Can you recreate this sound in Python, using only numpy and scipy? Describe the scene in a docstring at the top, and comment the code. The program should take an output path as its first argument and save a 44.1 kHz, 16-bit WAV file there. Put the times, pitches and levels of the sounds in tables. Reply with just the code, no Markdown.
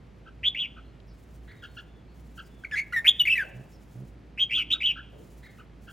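"""Three bright phrases from a caged red-whiskered bulbul, close to the microphone in a quiet room.
Its syllables are gliding whistles, some shaken by a fast trill, with fluttering overtones and breath noise.
Another bird's soft pips and far wavering chirps are sine glides with an octave; echoes and a room tail follow.
Beneath lie knocks of fading band noise, two buzzing thrums, a wavering hum and rumble.
Over all lies a thin high hiss of shaped noise, stronger in some stretches."""
import sys
import numpy as np
from scipy import signal
from scipy.fft import rfft, irfft
from scipy.io import wavfile

SR = 44100
rng = np.random.default_rng(int(sys.argv[2]) if len(sys.argv) > 2 else 0)


def wav_out(sig):
    """Save sig, one row per channel (or a flat mono array), as 16-bit PCM at SR to the path in sys.argv[1]."""
    wavfile.write(sys.argv[1], SR, np.round(np.clip(np.atleast_2d(sig).T, -1, 1) * 32767).astype(np.int16))


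N = 261072
TIME = np.arange(N) / SR  # seconds
CUTOFF_HZ = 15900

# Rising trilled notes. Each row: start in seconds, length in seconds, start pitch in Hz, top pitch in Hz,
# share of the length until the rise is 63% done, suddenness as a power, level in dB, swell in dB,
# trills per second at the start, at the top, half pitch swing of the trill at the top in Hz, overtones in dB.
WHITS = [(0.43, 0.06, 2045, 3468, 0.44, 1.7, -14, 15, 190, 195, 40, -4.5),
         (3.043, 0.056, 1850, 3311, 0.55, 3.19, -6, 17, 175, 76, 250, 3),
         (4.374, .068, 2146, 3247, .39, 2.1, -16, 16, 198, 195, 25, 0),
         (4.701, .042, 2545, 3562, .5, 1.52, -12.5, 10, 94, 97.2, 463, 3.5)]
WHIT_DEPTH_HZ, WHIT_STEADY_POWER, WHIT_ATTACK_S = 600, 2.5, 0.005

# Trilled notes that rise and fall. Each row: start in seconds, length in seconds, start pitch in Hz,
# top pitch in Hz, end pitch in Hz, share of the length before the top, level at the top in dB,
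# trills per second at the ends, at the top, half pitch swing of the trill in Hz, overtones in dB.
ARCHES = [(0.554, 0.11, 2420, 3220, 2450, .49, -22.5, 118, 105, 346, -4),
          (4.506, .124, 2180, 3200, 2400, .45, -18, 128, 95, 432, 2),
          (4.828, .094, 2720, 3120, 2580, .37, -16, 104, 100, 294.4, -1)]
ARCH_SWELL_DB, ARCH_POINT_POWER, ARCH_ATTACK_S, TRILL_RASP_HZ = 7.5, 1.4, 0.0037, 62

# Held whistles, slurred into steps. Each row: start in seconds, length in seconds, start pitch in Hz,
# end pitch in Hz, level before rounding in dB at the start, at the end, rasp in Hz, overtones in dB.
WHISTLES = [(2.71, .009, 2400, 1850, -38, -34, 330, 9), (2.718, .035, 1760, 1640, -30, -21.5, 35, 7.5),
            (2.754, .024, 1930, 2200, -29, -23.5, 150, 9), (2.775, .031, 2230, 2190, -21, -21.5, 110, 8),
            (2.806, .020, 2170, 2280, -28.5, -31.5, 35, 4.5),
            (2.923, .013, 1400, 1440, -30.5, -24.5, 25, 5), (2.933, .030, 1950, 1975, -25, -26.5, 20, 4),
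            (2.961, .037, 1865, 1815, -17, -20.5, 25, 2.5), (3.198, .025, 3000, 2890, -13.5, -10.5, 20, 2),
            (3.252, .019, 2250, 2060, -21.5, -27.5, 110, 3.5), (3.276, .018, 2400, 2330, -15.5, -19, 60, 0),
            (3.295, .024, 2700, 2570, -16.5, -14, 40, -2), (3.322, .026, 2660, 2600, -14, -16.5, 30, -0.5),
            (3.353, .025, 2000, 1930, -26, -25, 45, 4.5), (3.383, .026, 1900, 1640, -24, -21, 35, -1),
            (3.406, .032, 1640, 1480, -22.5, -29, 25, -1.5)]
WHISTLE_SWELL_DB, QUAVER_PER_S, QUAVER_HZ = 2.5, 310, 34.8

# Quick falls that lead into a note or join two steps.
# Each row: start in seconds, top pitch in Hz, level at mid-note in dB.
FLICKS = [(.546, 2320, -28.5), (2.636, 1630, -35), (2.646, 2396, -27.5), (3.194, 3678, -16),
          (3.270, 2732, -17), (3.315, 3060, -17), (3.376, 2480, -18.5), (4.495, 2416, -35),
          (4.803, 2400, -31), (4.811, 2726, -25), (4.819, 2550, -22.5)]
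FLICK_S, FLICK_FALL, FLICK_RASP_HZ, FLICK_SWELL_DB = 0.0093, .2, 30, 6.5

# How the throat passes the fundamental. Each row: frequency in Hz, gain in dB.
THROAT = [(1400, -3.5), (2000, 1), (2600, -1), (3200, -0.74), (3550, -3), (3850, -4.5), (4200, -8.5),
          (5000, -15)]
# Overtone resonances of throat and beak. Each row: frequency in Hz, gain against the fundamental in dB.
OVERTONES = [(3000, -24), (4500, -33), (6300, -36.5), (8000, -39), (9500, -43.5), (11500, -34.5),
             (12400, -37.5), (13500, -57.5), (14700, -38.5), (16000, -40.5)]
# How far the head faces the microphone, heard in the beamed top treble.
# Each row: time in seconds, treble gain in dB.
FACING = [(.5, -12), (2.75, -12.5), (2.95, 7), (3.4, 7), (4.4, -5.5), (4.9, -12)]

# Soft pips. Each row: middle in seconds, top pitch in Hz, level in dB, octave in dB.
PIPS = [(0.278, 1604, -49, -10.5), (0.782, 1540, -49.5, -11), (1.644, 1700, -43, -3),
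        (1.787, 1717, -42.5, -0.5), (2.396, 1647, -41.5, -4.5), (4.59, 1568, -45, 9.5),
        (4.751, 1577, -45, 1.5), (4.977, 1641, -41.5, -9), (4.999, 1718, -43, -27),
        (5.603, 1528, -50.5, -8.5), (5.893, 1680, -47, -6.5)]

# Far thin whistles and chirps. Each row: start in seconds, length in seconds, start pitch in Hz,
# end pitch in Hz, level before distance in dB, waver as a share of the pitch.
FAR_CHIRPS = [(.83, .094, 4100, 4300, -69, .025), (1.07, .07, 5300, 4700, -63.5, .08),
              (1.53, .23, 3750, 3700, -64, .015), (1.667, .08, 4280, 4350, -65, .015),
              (1.84, .2, 3500, 3390, -69.5, .02), (2.07, .08, 4200, 4500, -70, .03),
              (2.43, .06, 5400, 4500, -65, .06), (2.48, .18, 3550, 3360, -67, .022),
              (3.715, .06, 5900, 4600, -61, .07)]
# One far low toot: start in seconds, length in seconds, start pitch in Hz, end pitch in Hz,
# level before distance in dB, waver as a share of the pitch.
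TOOT = (4.5, 0.28, 301, 293.5, -49, 0.04)
FAR_OCTAVE_DB = -27
# A far husky call, given twice. Each row: start in seconds, level before distance in dB.
HUSKY_CALLS = [(1.47, -47.5), (5.422, -47.5)]
HUSKY_S, HUSKY_HZ, HUSKY_WAVER, HUSKY_OCTAVE_DB = 0.064, 1920, 0.107, -9

# Close surfaces. Each row: delay in seconds, level in dB, left-over-right balance in dB.
ECHOES = [(.0021, -27.5, 8), (.0047, -19.5, 12.5), (.0083, -13, 1), (0.0134, -16.5, 4), (.021, -17.5, -0.5)]
# Phase by which the left microphone port leads. Each row: frequency in Hz, lead in radians.
PORT_PHASE = [(800, 0.5), (1500, 0.24), (2000, -0.17), (2600, 0.52), (3200, 0.7), (4200, 0.6), (6000, 0.14),
              (8800, 1.78), (11300, -0.5), (12800, -3), (15000, -1.5)]

# Soft knocks. Each row: start in seconds, centre in Hz, level in dB, time to fall 60 dB in seconds.
KNOCKS = [(1.001, 3250, -46.5, 0.016), (2.94, 900, -55, 0.55), (3.02, 600, -53.5, 0.54),
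          (3.425, 610, -49, 1), (5.129, 480, -50, 0.52), (5.179, 376, -49.5, 0.47)]
# Two low thrums. Each row: start in seconds, length in seconds, level in dB.
THRUMS = [(3.516, 0.13, -38), (3.926, 0.15, -36)]
# Partials of a thrum. Each row: multiple of the base pitch, level in dB.
THRUM_PARTIALS = [(2, -2.5), (3, -13.5)]

# Shape of the rumble. Each row: frequency in Hz, relative density in dB per Hz.
RUMBLE = [(20, -36), (40, -14), (58, -3), (78, -9), (115, -3), (160, -6), (200, -8), (300, -12), (600, -20),
          (1100, -27), (2400, -32), (4500, -41), (9000, -53), (16000, -63)]
RUMBLE_DB = -51.5
# How alike left and right are in the rumble. Each row: frequency in Hz, likeness from 0 to 1.
LIKENESS = [(60, .92), (200, 0.89), (500, 0.59), (1000, .3), (3000, 1), (9000, .5)]
# Shape of the thin high hiss. Each row: frequency in Hz, relative density in dB per Hz.
HISS_SHAPE = [(2000, -11), (4500, -1), (7000, 2.5), (9000, -2), (12000, 0), (13400, -14), (14800, -1),
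              (16000, 1)]
# Stretches of stronger hiss. Each row: start in seconds, end in seconds, level added over the rest in dB.
STRONGER_HISS = [(1.099, 1.909, -73), (2.1, 4.15, -72.5), (5.094, 5.666, -70.5), (5.78, 6.0, -70)]
HISS_REST_DB, HISS_FADE_S = -89, .08


def from_db(db):
    """Decibels to gain."""
    return 10 ** (np.asarray(db) / 20)


def rms_one(x):
    """Scale to unit rms."""
    return x / np.sqrt(np.mean(x ** 2) + 1e-20)


def at_hz(points, hz):
    """Read a curve on a log-frequency axis."""
    f, value = np.transpose(points)
    return np.interp(np.log(np.maximum(hz, 1)), np.log(f), value)


def coloured(spectrum, count=2):
    """Independent noises of the given spectrum, at unit rms overall."""
    hz = np.arange(N // 2 + 1) * SR / N
    white = rfft(rng.standard_normal((count, N)))
    return rms_one(irfft(white * from_db(at_hz(spectrum, hz)), N))


def wander(size, per_s):
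    """Smooth random drift of about unit spread."""
    sos = signal.butter(2, min(per_s, SR / 4), fs=SR, output="sos")
    # the extra eighth of a second lets the filter settle
    return rms_one(signal.sosfilt(sos, rng.standard_normal(size + SR // 8)))[-size:]


def band(x, low_hz, high_hz):
    """Gentle band-pass."""
    edges = [low_hz, min(high_hz, SR / 2 - 1)]
    return signal.sosfilt(signal.butter(2, edges, "band", fs=SR, output="sos"), x)


def stereo(pair, alike):
    """Two unrelated signals become left and right with the given likeness."""
    alike = np.clip(alike, 0, 1)
    middle = np.sqrt(1 + alike) * pair[0]
    side = np.sqrt(1 - alike) * pair[1] * np.array([[1], [-1]])
    return (middle + side) / np.sqrt(2)


def add(track, start_s, sound):
    """Mix a sound in at its moment."""
    i = max(int(start_s * SR), 0)
    track[..., i:i + sound.shape[-1]] += sound[..., :max(N - i, 0)]


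def turn(hz):
    """Running phase of a changing frequency."""
    return 2 * np.pi * np.cumsum(hz) / SR


def progress(length_s):
    """Runs from 0 to 1 over a note."""
    return np.linspace(0, 1, int(length_s * SR))


def eased_in(note, attack_s):
    """The note builds up from silence."""
    return note * (1 - np.exp(-TIME[:len(note)] / attack_s))


def bulbul():
    """The four kinds of note that make up the song."""
    return whits() + arches() + whistles() + flicks()


def syllable(s, pitch, level_db, trill_per_s, depth, rasp_hz, beak_db, rasp_per_s=450, air_db=-40,
             flutter_db=2.5, arch_mean=.58, trill_shut_db=16, edge_s=.0025, uneven=.2):
    """The syrinx whistles; the trill strings little pitch arches together and nearly shuts it between them."""
    size = len(pitch)
    bins = np.fft.rfftfreq(size, 1 / SR)
    arch = abs(np.sin(turn(trill_per_s * np.ones(size)) / 2))
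    # no two arches are equally wide
    depth = depth * (1 + uneven * wander(size, 130))
    hz = pitch + 2 * depth * (arch - arch_mean) + rasp_hz * wander(size, rasp_per_s)
    phase = turn(hz)

    # deep trills close furthest
    shut = np.clip(depth / 260, 0, 1) * ((1 - arch) ** 2 - .1)
    edges = signal.windows.tukey(size, min(1, 2 * edge_s * SR / size))
    envelope = edges * from_db(level_db - trill_shut_db * shut)
    whistle = irfft(rfft(envelope * np.sin(phase)) * from_db(at_hz(THROAT, bins)), size)

    # each overtone flutters on its own as it passes the resonances of throat and beak
    upper = np.zeros(size)
    for k in range(2, 9):
        overtone_db = at_hz(OVERTONES, k * hz) - .6 * (k - 1.5) + flutter_db * wander(size, 150)
        upper += from_db(overtone_db) * (k * hz < CUTOFF_HZ) * np.sin(k * phase)

    # air rushes through the same resonances, stronger in the raspy syllables
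    rush = irfft(rfft(rng.standard_normal(size)) * from_db(at_hz(OVERTONES, bins)), size)
    air = from_db(air_db) * np.sqrt(abs(rasp_hz) / 60) * rms_one(band(rush, 3800, 16000))

    # the beamed top treble weakens when the head is turned away
    facing_db = np.interp(s, *np.transpose(FACING))
    colour_db = beak_db + facing_db * np.clip((bins - 7000) / 7000, 0, 1)
    return whistle + irfft(rfft(envelope * (upper + air)) * from_db(colour_db), size)


def whits():
    """Effort climbs and levels off: pitch and loudness rise with it while the trill narrows."""
    out = np.zeros(N)
    for (s, length_s, start_hz, top_hz, rise_share, suddenness, level_db, swell_db,
         start_rate, top_rate, top_depth_hz, beak_db) in WHITS:
        effort = 1 - np.exp(-(progress(length_s) / rise_share) ** suddenness)
        pitch = start_hz + (top_hz - start_hz) * effort
        rate = start_rate + (top_rate - start_rate) * effort
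        depth = WHIT_DEPTH_HZ + (top_depth_hz - WHIT_DEPTH_HZ) * effort ** WHIT_STEADY_POWER
        loudness_db = level_db - swell_db * (1 - effort)
        note = syllable(s, pitch, loudness_db, rate, depth, TRILL_RASP_HZ, beak_db)
        add(out, s, eased_in(note, WHIT_ATTACK_S))
    return out


def arches():
    """Effort rises to a point and falls: the note is highest, loudest and slowest in its trill there."""
    out = np.zeros(N)
    for (s, length_s, start_hz, top_hz, end_hz, top_share, level_db,
         end_rate, top_rate, depth_hz, beak_db) in ARCHES:
        u = progress(length_s)
        effort = np.interp(u, [0, top_share, 1], [0, 1, 0]) ** ARCH_POINT_POWER
        foot_hz = np.where(u < top_share, start_hz, end_hz)
        pitch = foot_hz + (top_hz - foot_hz) * effort
        rate = end_rate + (top_rate - end_rate) * effort
        loudness_db = level_db - ARCH_SWELL_DB * (1 - effort)
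        note = syllable(s, pitch, loudness_db, rate, depth_hz, TRILL_RASP_HZ, beak_db)
        add(out, s, eased_in(note, ARCH_ATTACK_S))
    return out


def whistles():
    """Straight glides with a slight fast quaver; each grows or fades, rounded at its ends."""
    out = np.zeros(N)
    for s, length_s, start_hz, end_hz, start_db, end_db, rasp_hz, beak_db in WHISTLES:
        u = progress(length_s)
        pitch = start_hz + (end_hz - start_hz) * u
        level_db = start_db + (end_db - start_db) * u - WHISTLE_SWELL_DB * (2 * u - 1) ** 2
        add(out, s, syllable(s, pitch, level_db, QUAVER_PER_S, QUAVER_HZ, rasp_hz, beak_db))
    return out


def flicks(beak_db=1):
    """The pitch drops by a fixed share in about a hundredth of a second, with no trill."""
    out, u = np.zeros(N), progress(FLICK_S)
    for s, top_hz, level_db in FLICKS:
        pitch = top_hz * (1 - FLICK_FALL * u ** 2)
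        swell_db = level_db - FLICK_SWELL_DB * (2 * u - 1) ** 2
        add(out, s, syllable(s, pitch, swell_db, 0, 0, FLICK_RASP_HZ, beak_db))
    return out


def pips(length_s=.053, wobble_per_s=50, fall=0.096, third_db=-17, fourth_db=-25, uneven=0.093):
    """A quiet note: the pitch dips, arches and dips again, never quite alike, with an octave above."""
    out = np.zeros(N)
    t = np.arange(-length_s / 2, length_s / 2, 1 / SR)
    for s, top_hz, level_db, octave_db in PIPS:
        wobble = wobble_per_s * (1 + uneven * rng.standard_normal())
        arch = np.cos(2 * np.pi * wobble * t) - 1 - (t / length_s) ** 2 * 1.6
        phase = turn(top_hz * (1 + fall * arch + 0.0075 * wander(len(t), 300)))
        # third and fourth partials are set against the octave
        upper = np.sin(2 * phase) + from_db(third_db) * np.sin(3 * phase)
        upper += from_db(fourth_db) * np.sin(4 * phase)
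        tone = np.sin(phase) + from_db(octave_db + 3.2 * wander(len(t), 130)) * upper
        add(out, s - length_s / 2, from_db(level_db) * signal.windows.tukey(len(t), .7) * tone)
    return out


def far_sounds():
    """Thin whistles, husky calls and a toot from further off."""
    out = np.zeros(N)
    for s, *note in [*FAR_CHIRPS, TOOT]:
        add(out, s, far_note(*note, FAR_OCTAVE_DB))
    for s, level_db in HUSKY_CALLS:
        add(out, s, far_note(HUSKY_S, HUSKY_HZ, HUSKY_HZ, level_db, HUSKY_WAVER, HUSKY_OCTAVE_DB))
    return out


def far_note(length_s, start_hz, end_hz, level_db, waver, octave_db):
    """A soft-edged wavering glide with its octave."""
    size = int(length_s * SR)
    phase = turn(np.linspace(start_hz, end_hz, size) * (1 + waver * wander(size, 200)))
    tone = np.sin(phase) + from_db(octave_db) * np.sin(2 * phase)
    return from_db(level_db) * signal.windows.tukey(size, .5) * tone


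def close_echoes(x):
    """Short reflections beat against the trills and break them into beads."""
    out = np.array([x, x])
    for delay_s, level_db, pan_db in ECHOES:
        add(out, delay_s, x * from_db(level_db + pan_db * np.array([[.5], [-.5]])))
    return out


def room(x, early_db=-17, early_t60=0.56, late_db=-23, late_t60=0.64, treble_db=-7, alike=0.97):
    """Dense early reflections, then a weaker, longer tail; the treble is absorbed."""
    t = TIME[:SR]
    noise = stereo(rng.standard_normal((2, SR)), alike)
    onset = np.clip((t - .004) / .008, 0, 1)
    power = np.zeros(SR)
    for db, t60 in [(early_db, early_t60), (late_db, late_t60)]:
        # the last factor makes the energy of each decay follow its level
        power += from_db(db - 60 * t / t60) ** 2 * np.log(1e6) / (t60 * SR)
    dull = signal.sosfilt(signal.butter(2, 4200, fs=SR, output="sos"), noise)
    response = (dull + from_db(treble_db) * (noise - dull)) * onset * np.sqrt(power)
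    return signal.fftconvolve(x[None], response, axes=1)[:, :N]


def microphone_pair(x):
    """A frequency-dependent phase lead parts the two ports, most widely in the treble."""
    angle = at_hz(PORT_PHASE, np.arange(N // 2 + 1) * SR / N)
    return irfft(rfft(x) * np.exp(1j * angle * np.array([[.5], [-.5]])), N)


def knocks(width=1.25):
    """Bumps of band noise, each fading at its own rate."""
    out, t = np.zeros((2, N)), TIME[:SR]
    for s, hz, level_db, t60 in KNOCKS:
        spread = max(width, 1.05)
        body = rms_one(band(rng.standard_normal((2, SR)), hz / spread, hz * spread))
        attack = 1 - np.exp(-t / 0.0017)
        add(out, s, stereo(body, .4) * from_db(level_db - 60 * t / t60) * attack)
    return out


def thrums(start_hz=59, end_hz=68, rattle_db=-12, pan_db=3.5):
    """Something vibrates briefly, speeding up a little and rustling on each cycle."""
    out = np.zeros(N)
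    for s, length_s, level_db in THRUMS:
        size = int(length_s * SR)
        phase = turn(np.linspace(start_hz, end_hz, size))
        buzz = sum(from_db(db) * np.cos(k * phase) for k, db in THRUM_PARTIALS)
        rustle = rms_one(band(rng.standard_normal(size), 179, 443))
        rattle = from_db(rattle_db) * rustle * (1 + np.cos(phase)) / 2
        add(out, s, from_db(level_db) * signal.windows.tukey(size, .6) * (buzz + rattle))
    return out * from_db(pan_db * np.array([[-.5], [.5]]))


def room_tone(hum_hz=56.5, hum_db=-53, hum_width_hz=2.5, bass_pan_db=2.0):
    """A hum wavering in pitch and level, and rumble from outside."""
    hz = np.arange(N // 2 + 1) * SR / N
    right_lean = np.array([[-.5], [.5]])
    pan = from_db(bass_pan_db / (1 + (hz / 300) ** 2) * right_lean)
    rumble_spectrum = stereo(rfft(coloured(RUMBLE)), at_hz(LIKENESS, hz)) * pan
    rumble = from_db(RUMBLE_DB) * irfft(rumble_spectrum, N)

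    hum_tone = np.sqrt(2) * np.sin(turn(hum_hz + hum_width_hz * wander(N, 4.4)))
    hum = hum_tone * from_db(hum_db + 2.6 * wander(N, 4)) * from_db(bass_pan_db * right_lean)
    return rumble + hum


def high_hiss(flicker_db=3.5):
    """A thin hiss of shaped noise, stronger in some stretches; it is no part of the room's sound."""
    gain = from_db(HISS_REST_DB)
    for start_s, end_s, db in STRONGER_HISS:
        stretch = np.clip(np.minimum(TIME - start_s, end_s - TIME) / HISS_FADE_S, 0, 1)
        gain = gain + from_db(db) * stretch
    return stereo(coloured(HISS_SHAPE), 0.9) * gain * from_db(flicker_db * wander(N, 18))


def scene(pip_room_db=3, far_direct_db=-4, far_room_db=12):
    """The close bird, soft pips and far sounds in the room, over knocks, thrums, room tone and hiss."""
    near, soft, far = bulbul(), pips(), far_sounds()
    direct = close_echoes(near + soft) + from_db(far_direct_db) * far
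    # far sounds get a stronger share of the room
    tail = room(near + from_db(pip_room_db) * soft + from_db(far_room_db) * far)
    return microphone_pair(direct + tail) + knocks() + thrums() + room_tone() + high_hiss()


def record(dry):
    """The top is cut steeply."""
    return signal.sosfilt(signal.ellip(12, .1, 80, CUTOFF_HZ, fs=SR, output="sos"), dry)


dry = scene()
out = record(dry)
wav_out(out)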